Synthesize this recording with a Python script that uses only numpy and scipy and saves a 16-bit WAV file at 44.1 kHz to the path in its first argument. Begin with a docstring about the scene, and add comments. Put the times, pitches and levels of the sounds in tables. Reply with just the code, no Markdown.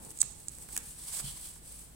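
"""A palm drags over a wooden bench and leather hisses under the fingers, close to a small stereo
microphone in a quiet workshop. A thin steel awl clicks as it is picked up, a hand bumps the bench top,
and the leather snaps off the wood, knocks under the fingertips, slides and creases. Tiny slips of its
grain make the hiss and crackle. Both capsules ring in the high treble, so every touch sounds crisp."""
import sys
import numpy as np
from scipy import signal
from scipy.fft import rfft, irfft, next_fast_len
from scipy.io import wavfile
from scipy.ndimage import uniform_filter1d

SR = 44100
rng = np.random.default_rng(int(sys.argv[2]) if len(sys.argv) > 2 else 0)


def pcm_store(signal):
    """Save signal as 16-bit PCM."""
    levels = np.round(np.clip(np.atleast_2d(signal), -1, 1) * 32767)
    wavfile.write(sys.argv[1], SR, levels.astype(np.int16).T)


N = 85995


def undb(db):
    """Decibels to amplitude."""
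    return 10 ** (np.asarray(db) / 20)


def pan(db):
    """Gains at the two capsules for a level difference, left minus right."""
    return undb(np.array([[db], [-db]]) / 2)


def unit(x):
    """Scale to rms 1."""
    return x / np.sqrt(np.mean(x ** 2))


def freqs():
    """Frequency axis of the filters, in Hz."""
    return np.maximum(np.fft.rfftfreq(2 * next_fast_len(N), 1 / SR), 1)


def through(x, response):
    """Filter by a complex response."""
    return irfft(rfft(x, 2 * next_fast_len(N)) * response)[..., :N]


def colour(points):
    """Minimum-phase response through (frequency [Hz], gain [dB]) points."""
    hz, db = np.array(points).T
    gain = undb(np.interp(np.log(freqs()), np.log(hz), db))
    cepstrum = irfft(np.log(gain))
    half = len(cepstrum) // 2
    causal = np.r_[cepstrum[0], 2 * cepstrum[1:half], np.zeros(half)]
    return np.exp(rfft(causal))


def resonances(modes):
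    """Summed response of damped modes."""
    f = freqs()
    return sum(undb(db) / (1 + 1j * (f - hz ** 2 / f) / width) for hz, width, db in modes)


def drift(rate_hz):
    """Smooth random wander with rms 1."""
    hold = int(SR / rate_hz)
    steps = np.repeat(rng.standard_normal(N)[:N // hold + 1], hold)
    return unit(uniform_filter1d(steps, hold)[:N])


def swell(t, peak, rise, fall):
    """A bell-shaped gesture with its own rise and fall."""
    return np.exp(-.5 * ((t - peak) / np.where(t < peak, rise, fall)) ** 2)


def grain_slips(per_second=16000, spread_db=2.5, shared_power=.27):
    """Friction as dense tiny slips, partly shared by the two capsules."""
    slips = (rng.random((3, N)) < per_second / SR) * rng.choice([-1, 1], (3, N))
    slips = unit(slips * undb(spread_db * rng.standard_normal((3, N))))
    return np.sqrt(shared_power) * slips[2] + np.sqrt(1 - shared_power) * slips[:2]


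# Spectrum of the workshop's air, all around the microphone (frequency [Hz], relative level [dB])
AIR_SPECTRUM = [(20, -7.5), (50, -0.5), (75, -5.5), (160, -10.5), (300, -17.5), (700, -25), (2000, -32),
                (6000, -34), (16000, -36)]
# Low hum in the room (frequency [Hz], level [dB])
HUM_TONES = [(53.8, -62.5), (134.6, -70.5), (170, -69)]
def room_tone(t, air_db=-56.5):
    """Low rumble and a faint wavering hum near the centre, under a thin, wide hiss."""
    mid, side = rng.standard_normal((2, N))
    side = through(side, np.clip(freqs() / 486, .42, 1))  # the image narrows below 486 Hz
    air = unit(through(mid + side * np.array([[1], [-1]]), colour(AIR_SPECTRUM)))
    hum = sum(undb(db) * np.sqrt(2) * np.sin(2 * np.pi * hz * t + .82 * drift(rate_hz=7.9))
              for hz, db in HUM_TONES)
    return undb(air_db) * air + hum


BENCH_PAN_DB = -2.5  # the bench sounds a little right of centre
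# Palm moving on the bench, close by (peak time [s], rise [s], fall [s], level [dB])
PALM_DRAGS = [(.04, 0.12, 0.054, -55.5), (.34, 0.13, 0.12, -66), (.61, 0.029, 0.032, -63),
              (.78, 0.067, .05, -60.5), (1.21, 0.018, 0.032, -62), (1.69, 0.065, .08, -67.5)]
# Resonances of the rubbed wood (frequency [Hz], width [Hz], relative gain per pass [dB])
RUBBED_WOOD_MODES = [(218, 92, 4), (331, 180, -1), (470, 143, -1.5), (704, 150, -4), (832, 69, -1.5)]
def palm_drag(t):
    """The palm's friction draws a faint hollow note from the bench."""
    pressure = sum(undb(db) * swell(t, peak, rise, fall) for peak, rise, fall, db in PALM_DRAGS)
    hollow = unit(through(grain_slips(), resonances(RUBBED_WOOD_MODES) ** 2))
    return pan(BENCH_PAN_DB) * pressure * hollow


# Skin sliding on leather, close to the microphone
# (peak time [s], rise [s], fall [s], level [dB], left minus right [dB], relative rasp level [dB])
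LEATHER_STROKES = [(0.054, 0.045, 0.018, -54.5, 3, -23), (0.109, 0.021, 0.011, -50, 2, -19),
                   (.175, 0.029, 0.1, -54, -1, -24), (.40, 0.03, 0.063, -57.5, 0.5, -6),
                   (.53, 0.022, 0.061, -54, -4, -22), (.63, 0.018, 0.021, -49.5, 1, -22),
                   (0.754, 0.047, 0.038, -47.5, -1.5, -5), (.84, 0.017, 0.085, -52, 3, -7),
                   (0.902, 0.03, 0.023, -51.5, 2.5, -9), (1.036, 0.055, 0.021, -50, 0.5, 0),
                   (1.089, 0.022, 0.015, -44.5, 0, 0.5), (1.14, 0.023, 0.039, -41.5, -2.5, -1),
                   (1.201, 0.021, 0.0083, -41, -4, -1), (1.284, 0.043, 0.022, -44, -0.5, -2),
                   (1.35, .05, 0.042, -51, 1, 2), (1.459, 0.051, 0.043, -48, 1, -5),
                   (1.56, 0.052, 0.022, -55.5, -2, -2), (1.70, 0.046, 0.096, -53, 2, -2.5),
                   (1.81, 0.066, 0.046, -56, 2.5, -27)]
# Tone of the hiss at close range (frequency [Hz], gain [dB])
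HISS_COLOUR = [(100, -14), (1000, -12), (3000, -6.5), (7000, -1), (10000, 0), (16000, -5)]
# Resonances of the sliding sheet (frequency [Hz], width [Hz], gain [dB])
RASP_MODES = [(1035, 320, -2.5), (1700, 360, -9.5), (2250, 450, -8), (3320, 710, -8), (4540, 1600, -1)]
def leather_rubbing(t, flicker_db=1.37):
    """Strokes hiss over the grain with a flickering grip; the firmer ones also rasp in the sheet."""
    hiss_power, rasp_power = 0, 0
    for peak, rise, fall, db, pan_db, rasp_db in LEATHER_STROKES:
        power = (undb(db) * pan(pan_db) * swell(t, peak, rise, fall)) ** 2
        hiss_power += power
        rasp_power += power * undb(rasp_db) ** 2
    grip = undb(flicker_db * drift(rate_hz=160))
    hiss = through(grain_slips() * grip * np.sqrt(hiss_power), colour(HISS_COLOUR))
    rasp = through(grain_slips() * grip * np.sqrt(rasp_power), resonances(RASP_MODES))
    return hiss + rasp


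# The awl clicking in the hand, close and mostly to the right
# (time [s], level [dB], left minus right [dB], relative level of the bare contact [dB])
AWL_CLICKS = [(.0495, -27, -3, -18), (.106, -22, 2, -10), (.1745, -25, -3, -12), (.1887, -18, -1, -18),
              (.1987, -23, -2, -24), (.2026, -16, -3, -24), (.2049, -6, 0, -24), (.2071, -11, -4, -24),
              (.2111, -7, -2, -18), (.2146, -7, -3, -22), (.2161, 4.5, -5, -22), (.2177, -7, -8, -24),
              (.484, -11, -1, -13), (.4935, -24, -2, -24), (.5505, -30, -3, -18), (.7757, -13, -3, -16),
              (.7775, -11, -3, -16)]
# Resonances of the thin steel (frequency [Hz], width [Hz], gain [dB])
STEEL_MODES = [(4290, 340, -15), (6100, 520, -13), (6850, 720, 1), (7940, 770, -7.5), (8500, 380, -9)]
# Tone of the clicks on reaching the microphone (frequency [Hz], gain [dB])
CLICK_COLOUR = [(100, -4), (2000, -3.5), (4200, 2), (6500, 0), (9500, -1.5), (12000, -5), (16000, -4)]
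def awl_clicks(t, trim_db=.17, pan_trim_db=-.4, left_lag_s=.00013, scatter_db=-7, scatter_decay_s=.0017):
    """Each contact briefly rings the finger-damped steel and scatters off the hands and bench top."""
    taps, bare = np.zeros((2, 2, N))
    for at, db, pan_db, bare_db in AWL_CLICKS:
        arrival = [0, 1], [int((at + left_lag_s) * SR), int(at * SR)]  # one sample at each capsule
        push = undb(trim_db + db) * pan(pan_trim_db + pan_db)[:, 0]
        taps[arrival] = push
        bare[arrival] = push * undb(bare_db)
    ring = through(taps, resonances(STEEL_MODES))
    direct = through(ring + bare, colour(CLICK_COLOUR))
    scatter = rng.standard_normal((2, N)) * np.exp(-t / scatter_decay_s) * np.sqrt(t)
    reflections = signal.fftconvolve(direct, unit(scatter) / np.sqrt(N), axes=1)[:, :N]
    return direct + undb(scatter_db) * reflections


# A hand bumping the bench near the microphone (time [s], level [dB], contact time [s])
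HAND_BUMPS = [(.068, -8, 0.0033), (0.232, -1.5, 0.0054), (0.734, -11.5, 0.0017), (0.771, -14.5, 0.003),
              (1.215, 9, .012), (1.24, 6, 0.0056), (1.275, -1, 0.0053), (1.319, 10.5, .014)]
# Resonances of the wooden top (frequency [Hz], width [Hz], gain [dB])
BENCH_MODES = [(52.7, 28, 1), (138, 13, 10), (187, 66, 0), (253, 160, -5.5), (520, 400, -26)]
def bench_bumps(t):
    """Soft pushes ring the bench top; the longer the contact, the duller the thud."""
    force = 0
    for at, db, contact in HAND_BUMPS:
        pulse = np.sin(np.pi * np.clip((t - at) / contact, 0, 1)) ** 2
        pulse_area = contact * SR / 2
        force += undb(db) * pulse / pulse_area
    return pan(BENCH_PAN_DB) * through(force, resonances(BENCH_MODES))


# Dry snaps of leather and fingernail, close up
# (time [s], level [dB], attack [s], decay [s], left minus right [dB], relative hollow level [dB])
LEATHER_SNAPS = [(.1135, -44, .0005, .002, 1, -6), (.2288, -32, .0006, .0016, -3, 0),
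                 (.5845, -42.5, .0006, .0015, 0, -10), (.6872, -45.5, .0003, .002, 0, 1),
                 (.7652, -26, .0001, .0014, -1, 0), (.7748, -27, .0022, .002, -2, -9)]
# Tone of a snap's crisp edge (frequency [Hz], gain [dB])
CRISP_COLOUR = [(100, -7), (1000, -15), (4000, -6.5), (6500, 2), (8000, -7), (9800, 0.5), (12000, 1.5),
                (16000, -7)]
# Hollow resonances of the snapped sheet (frequency [Hz], width [Hz], gain [dB])
HOLLOW_MODES = [(1070, 710, -9), (1720, 310, 3), (2350, 420, 3)]
def leather_snaps(t):
    """Short rushes of slips as an edge lets go, with a hollow note from the sheet."""
    crisp, hollow = 0, 0
    for at, db, attack, decay, pan_db, hollow_db in LEATHER_SNAPS:
        onset = np.clip((t - at) / attack, 0, 1)
        fade = np.exp(-np.maximum(t - at - attack, 0) / decay)
        burst = undb(db) * pan(pan_db) * onset * fade
        crisp += burst
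        hollow += undb(hollow_db) * burst
    slips = grain_slips()
    edge = through(slips * crisp, colour(CRISP_COLOUR))
    return edge + through(slips * hollow, resonances(HOLLOW_MODES))


# Fingertips landing, centred between the capsules (time [s], level [dB], decay [s])
FINGER_KNOCKS = [(.2295, -42, .004), (.585, -51, .005), (.687, -42, .005), (.735, -50, .005),
                 (1.199, -36, .005), (1.56, -52, .005)]
# Resonances of a knock through the leather (frequency [Hz], width [Hz], gain [dB])
DEAD_KNOCK_MODES = [(430, 180, -6), (770, 370, 7), (1060, 220, 2.5), (1540, 270, -4)]
def fingertip_knocks(t, cutoff_hz=2500):
    """Fingertips land on the leather with a small, dead knock."""
    push = sum(undb(db) * (t >= at) * np.exp(-np.abs(t - at) / decay) for at, db, decay in FINGER_KNOCKS)
    lowpass = 1 / (1 + 1j * freqs() / cutoff_hz)
    return through(grain_slips() * push, resonances(DEAD_KNOCK_MODES) * lowpass)


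# The leather being bent, close and central (peak time [s], rise [s], fall [s], level [dB])
LEATHER_BENDS = [(1.285, 0.037, 0.022, -37.5), (1.46, .03, 0.025, -47)]
# Resonances of the crease, passed through twice (frequency [Hz], width [Hz], gain per pass [dB])
CRACKLE_MODES = [(3270, 520, 0.5), (4180, 600, -2.5)]
def leather_creasing(t):
    """The bending sheet crackles finely in a narrow band."""
    strain = sum(undb(db) * swell(t, peak, rise, fall) for peak, rise, fall, db in LEATHER_BENDS)
    return through(grain_slips() * strain, resonances(CRACKLE_MODES) ** 2)


# Tone of what the walls send back to the microphone (frequency [Hz], gain [dB])
WALL_COLOUR = [(50, 7), (500, 9.5), (3000, 11), (8000, 2), (16000, -7)]
def workshop_tail(near, t, send_db=-18.5, build_s=.012, t60_s=.55):
    """Reflections in the small room build into a faint diffuse tail."""
    envelope = (1 - np.exp(-t / build_s)) * np.exp(-np.log(1000) * t / t60_s)
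    tail = unit(rng.standard_normal((2, N)) * envelope) / np.sqrt(N)
    reflected = through(near, colour(WALL_COLOUR))
    return undb(send_db) * signal.fftconvolve(reflected, tail, axes=1)[:, :N]


def scene():
    """The handwork close to the microphone, with the workshop behind it."""
    t = np.arange(N) / SR
    impacts = awl_clicks(t) + bench_bumps(t) + leather_snaps(t) + fingertip_knocks(t)
    friction = leather_rubbing(t) + leather_creasing(t) + palm_drag(t)
    near = impacts + friction
    return near + workshop_tail(near, t) + room_tone(t)


# Left capsule, ringing at 9.4 kHz (frequency [Hz], gain [dB])
LEFT_CAPSULE = [(20, -0.5), (3000, 1), (6500, 1), (8000, 8), (9400, 14), (11000, 4.5), (16000, 4.5)]
# Right capsule, ringing at 8 kHz (frequency [Hz], gain [dB])
RIGHT_CAPSULE = [(20, 1.2), (3000, 1.65), (6000, 2.36), (7300, 8), (8000, 19), (9400, 6.9), (11000, 2.2),
                 (16000, 1)]
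def record(dry):
    """Each capsule of the small stereo microphone adds its own treble peak; the top is cut steeply."""
    heard = through(dry, np.array([colour(LEFT_CAPSULE), colour(RIGHT_CAPSULE)]))
    top_cut = signal.ellip(10, .2, 70, 15900, fs=SR, output="sos")  # low-pass at 15.9 kHz
    return signal.sosfilt(top_cut, heard)


dry = scene()
out = record(dry)
pcm_store(out)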